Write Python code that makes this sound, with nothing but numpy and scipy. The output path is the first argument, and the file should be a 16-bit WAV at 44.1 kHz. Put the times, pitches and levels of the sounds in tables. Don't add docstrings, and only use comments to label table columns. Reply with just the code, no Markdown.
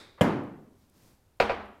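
import sys
import numpy as np
from scipy import signal
from scipy.fft import rfft, irfft
from scipy.io import wavfile

SR = 44100
rng = np.random.default_rng(int(sys.argv[2]) if len(sys.argv) > 2 else 0)


def wav_out(sig):
    wavfile.write(sys.argv[1], SR, np.round(np.clip(np.atleast_2d(sig).T, -1, 1) * 32767).astype(np.int16))


N = 79380
TIME, BIN_HZ = np.arange(N) / SR, np.fft.rfftfreq(N, 1 / SR)
CONTACT_RISE_S, CRACK_RISE_S, MODE_RISE_S, ROOM_RISE_S = .00061, .002, .0039, .008


def bench_thud():
    # start in seconds, level in dB, contact cut-off in Hz, room level in dB.
    hits = [(0.2096, 0.5, 9000, 0)]
    # mode frequency in Hz, level in dB, decay time T60 in seconds.
    modes = [(116.7, -24.5, .2), (174, -22.5, 0.14), (196, -29, .16), (289, -37, .6), (340.5, -39, .5),
             (489, -24, 0.04), (565.7, -25, 0.033), (973, -31, .12), (1262, -33.5, 0.068),
             (1683, -26.5, .12), (2090, -33.5, 0.26)]
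    # delay in seconds, level in dB.
    echoes = [(.0036, -12), (.0098, -4.5), (0.0139, -10.5), (.0202, -18)]
    # frequency in Hz, spectral level in dB.
    push_spectrum = [(30, -28), (65, -31.5), (105, -3.5), (175, 5), (270, -13.5), (370, -16), (490, -5),
                     (610, -5), (760, -18), (1100, -16.5), (2200, -39.5), (3000, -24), (3800, -44.5),
                     (16000, -59)]
    crack_spectrum = [(40, -18.5), (70, -18.5), (150, 2), (350, -11.5), (600, 1.5), (1200, -18),
                      (2500, -17.5), (4500, -34.5), (10000, -33.5), (16000, -43)]
    room_spectrum = [(35, -24), (65, -19), (100, -5.5), (180, 0), (280, 2.5), (500, -6), (1000, -9),
                     (2000, -19.5), (3000, -28.5), (4200, -34), (8000, -42), (12000, -39), (16000, -52.5)]
    push = from_db(-15.5) * bending_pulse(push_spectrum)
    crack = from_db(-17) * burst(crack_spectrum, CRACK_RISE_S, t60=.1)
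    near = with_echoes(push, echoes) + ring(modes, MODE_RISE_S) + crack
    far = from_db(-18.5) * reverberation(room_spectrum, rise_s=.025)
    return sum(strike(near, far, *hit) for hit in hits)


def ball_click():
    # start in seconds, level in dB, contact cut-off in Hz, room level in dB.
    hits = [(0.2129, 0.5, 14000, -9.5)]
    # mode frequency in Hz, level in dB, decay time T60 in seconds.
    modes = [(3065, -18, .018), (3275, -25, 0.023), (7420, -28.5, .02), (7430, -40, .014),
             (11240, -44, 0.059)]
    # frequency in Hz, spectral level in dB.
    crack_spectrum = [(500, -31), (3000, 1.5), (6000, 0), (10000, -2.5), (14000, -3.5), (16000, -5)]
    crack = from_db(-38) * burst(crack_spectrum, CONTACT_RISE_S, t60=.09)
    near = ring(modes, CONTACT_RISE_S) + crack
    return sum(strike(near, in_room(near), *hit) for hit in hits)


def floor_knocks():
    # start in seconds, level in dB, contact cut-off in Hz, room level in dB.
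    hits = [(1.3993, -18.5, 6930, -15), (1.4012, -2, 11400, 1.5), (1.4953, -9.5, 2420, 2),
            (1.5043, -15, 3520, 4)]
    # frequency in Hz, level in dB, T60 in seconds.
    modes = [(85.4, -37.5, 0.56), (208, -36, 0.93), (389, -35, 0.6), (474, -18.5, 0.2), (634, -36, 0.18),
             (689, -35.5, 0.51), (798, -31, 0.43), (975, -19.5, 0.15), (1201, -34, .3), (1294, -34, 0.44),
             (1664, -40, 0.41), (1950, -45, 0.11), (2574, -56, 0.14)]
    snap = [(9200, -22.5, 0.0016)]
    # delay in seconds, level in dB.
    echoes = [(.0055, -16), (0.0111, -16.5), (0.0199, -19), (0.0236, -9)]
    # frequency in Hz, spectral level in dB.
    push_spectrum = [(40, -12.5), (150, -14), (330, -14), (530, 0), (800, 2), (940, -24), (1400, -3.5),
                     (1950, -18.5), (2400, -7), (2850, -14.5), (3300, -31.5), (4400, -20), (5800, -42),
                     (11000, -44), (16000, -57)]
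    crack_spectrum = [(40, 0), (130, -12), (280, 4.5), (550, 9), (1000, -9.5), (2400, 0.5), (3300, -11),
                      (4600, -14.5), (6000, -24), (11000, -37), (15000, -49)]
    room_spectrum = [(35, -22), (60, -4), (88, -4), (145, -24), (210, -0.5), (290, -5.5), (480, -4),
                     (800, 0), (1400, -4.5), (2700, -11.5), (4200, -20), (7000, -32.5), (11000, -35),
                     (16000, -44)]
    direct = from_db(-15.5) * bending_pulse(push_spectrum) + ring(snap, rise_s=.0001)
    ball_ping = ring([(15560, -48, .22)], CONTACT_RISE_S)
    crack = from_db(-17) * burst(crack_spectrum, CRACK_RISE_S, t60=.12)
    near = with_echoes(direct, echoes) + ring(modes, MODE_RISE_S) + ball_ping + crack
    knocks = 0
    for hit in hits:
        far = from_db(-27) * reverberation(room_spectrum, ROOM_RISE_S)
        knocks = knocks + strike(near, far, *hit)
    return knocks


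def strike(near, far, start_s, db, contact_hz, room_db):
    contact = signal.butter(1, min(contact_hz, .45 * SR), fs=SR, output="sos")
    blow = signal.sosfilt(contact, near + from_db(room_db) * far)
    return from_db(db) * delayed(blow, start_s)


def bending_pulse(spectrum):
    travel_s, reference_hz = .0009, 985
    first_half = np.arange(N) < N / 2
    cepstrum = irfft(np.log(from_db(at_hz(spectrum, BIN_HZ))), N)
    minimum_phase = np.exp(rfft(2 * cepstrum * (TIME > 0) * first_half))
    lag_cycles = 2 * travel_s * np.sqrt(BIN_HZ * reference_hz)
    pulse = irfft(minimum_phase * np.exp(-2j * np.pi * lag_cycles), N) * first_half
    return pulse / np.linalg.norm(pulse) * np.sqrt(.01 * SR)


def ring(modes, rise_s):
    sines = sum((-1) ** k * from_db(db - 60 * TIME / t60) * np.sin(2 * np.pi * hz * TIME)
                for k, (hz, db, t60) in enumerate(modes))
    return sines * onset(rise_s)


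def burst(spectrum, rise_s, t60):
    return noise(spectrum) * onset(rise_s) * from_db(-60 * TIME / t60)


def with_echoes(x, echoes):
    return x + sum(from_db(db) * delayed(x, delay_s) for delay_s, db in echoes)


def in_room(x):
    tail = reverberation([(20, 0), (20000, 0)], ROOM_RISE_S)
    return from_db(-9) * signal.fftconvolve(x, tail / np.linalg.norm(tail))[:N]


def reverberation(spectrum, rise_s):
    # frequency in Hz, reverberation time T60 in seconds.
    room_t60 = [(60, .8), (140, 0.7), (260, .85), (500, 0.65), (1200, .62), (2700, 0.6), (5000, 0.51),
                (9000, .37), (15000, 0.24)]
    field = rfft(noise(spectrum))
    centres_hz = np.geomspace(60, 15000, 10)
    tail = 0
    for centre, share in zip(centres_hz, np.eye(len(centres_hz))):
        band = irfft(field * at_hz(np.c_[centres_hz, share], BIN_HZ), N)
        tail = tail + band * from_db(-60 * TIME / at_hz(room_t60, centre))
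    return tail * onset(rise_s)


def dying_ring():
    # frequency in Hz, spectral level in dB.
    spectrum = [(60, -16.5), (370, 2), (700, -6.5), (1700, -5.5), (2400, -7.5), (3000, -15.5), (3700, 0.5),
                (4200, -8.5), (4800, -8), (6200, -19.5), (8500, -18), (16000, -35.5)]
    return from_db(-48.5) * reverberation(spectrum, CONTACT_RISE_S)


def soft_tap():
    # frequency in Hz, spectral level in dB.
    spectrum = [(60, -3.5), (300, 0), (1000, 7), (1800, 0), (2800, -12.5), (4000, -16.5), (6000, -42),
                (16000, -43)]
    return from_db(-48) * delayed(burst(spectrum, rise_s=.009, t60=.3), seconds=.174)


def coat_rustle():
    # frequency in Hz, spectral level in dB.
    rustle_spectrum = [(60, -5.5), (200, 3.5), (600, -9), (1300, -14), (3000, -19.5), (5000, -16.5),
                       (9000, -21), (14500, -20.5), (16000, -29)]
    tick_spectrum = [(1000, -20), (5000, 1), (11000, 8), (16000, -3)]
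    # time in seconds, level in dB.
    envelope = [(.7, -80.5), (.82, -68), (.91, -75.5), (.96, -64.5), (1.08, -60), (1.14, -66), (1.2, -74.5),
                (1.4, -87.5)]
    ticks = [(.436, -64), (0.897, -61), (1.033, -63), (1.148, -67), (1.371, -68), (1.658, -67)]
    rustle = from_db(np.interp(TIME, *np.transpose(envelope))) * noise(rustle_spectrum)
    return rustle + sum(from_db(db) * delayed(burst(tick_spectrum, CONTACT_RISE_S, t60=.021), start_s)
                        for start_s, db in ticks)


def ventilation():
    # frequency in Hz, spectral level in dB.
    spectrum = [(25, -1.5), (55, -1), (100, 3), (160, -9), (400, -13), (900, -18), (2000, -26.5),
                (5000, -30.5), (14500, -32.5), (16000, -41)]
    return from_db(-65.5) * noise(spectrum)


def noise(spectrum):
    phases = np.exp(2j * np.pi * rng.random(len(BIN_HZ)))
    x = irfft(from_db(at_hz(spectrum, BIN_HZ)) * phases, N)
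    return x / x.std()


def onset(rise_s):
    return 1 - np.exp(-(TIME / rise_s) ** 2)


def delayed(x, seconds):
    return np.concatenate([np.zeros(int(max(seconds, 0) * SR)), x])[:N]


def at_hz(points, hz):
    frequencies, values = np.transpose(points)
    return np.interp(np.log(np.maximum(hz, 1)), np.log(frequencies), values)


def from_db(db):
    return 10 ** (np.asarray(db) / 20)


def scene():
    impacts = bench_thud() + ball_click() + floor_knocks()
    return (impacts + dying_ring() + soft_tap() + coat_rustle() + ventilation())[None]


def record(dry):
    return signal.sosfilt(signal.ellip(10, .2, 80, 15900, fs=SR, output="sos"), dry)


dry = scene()
out = record(dry)
wav_out(out)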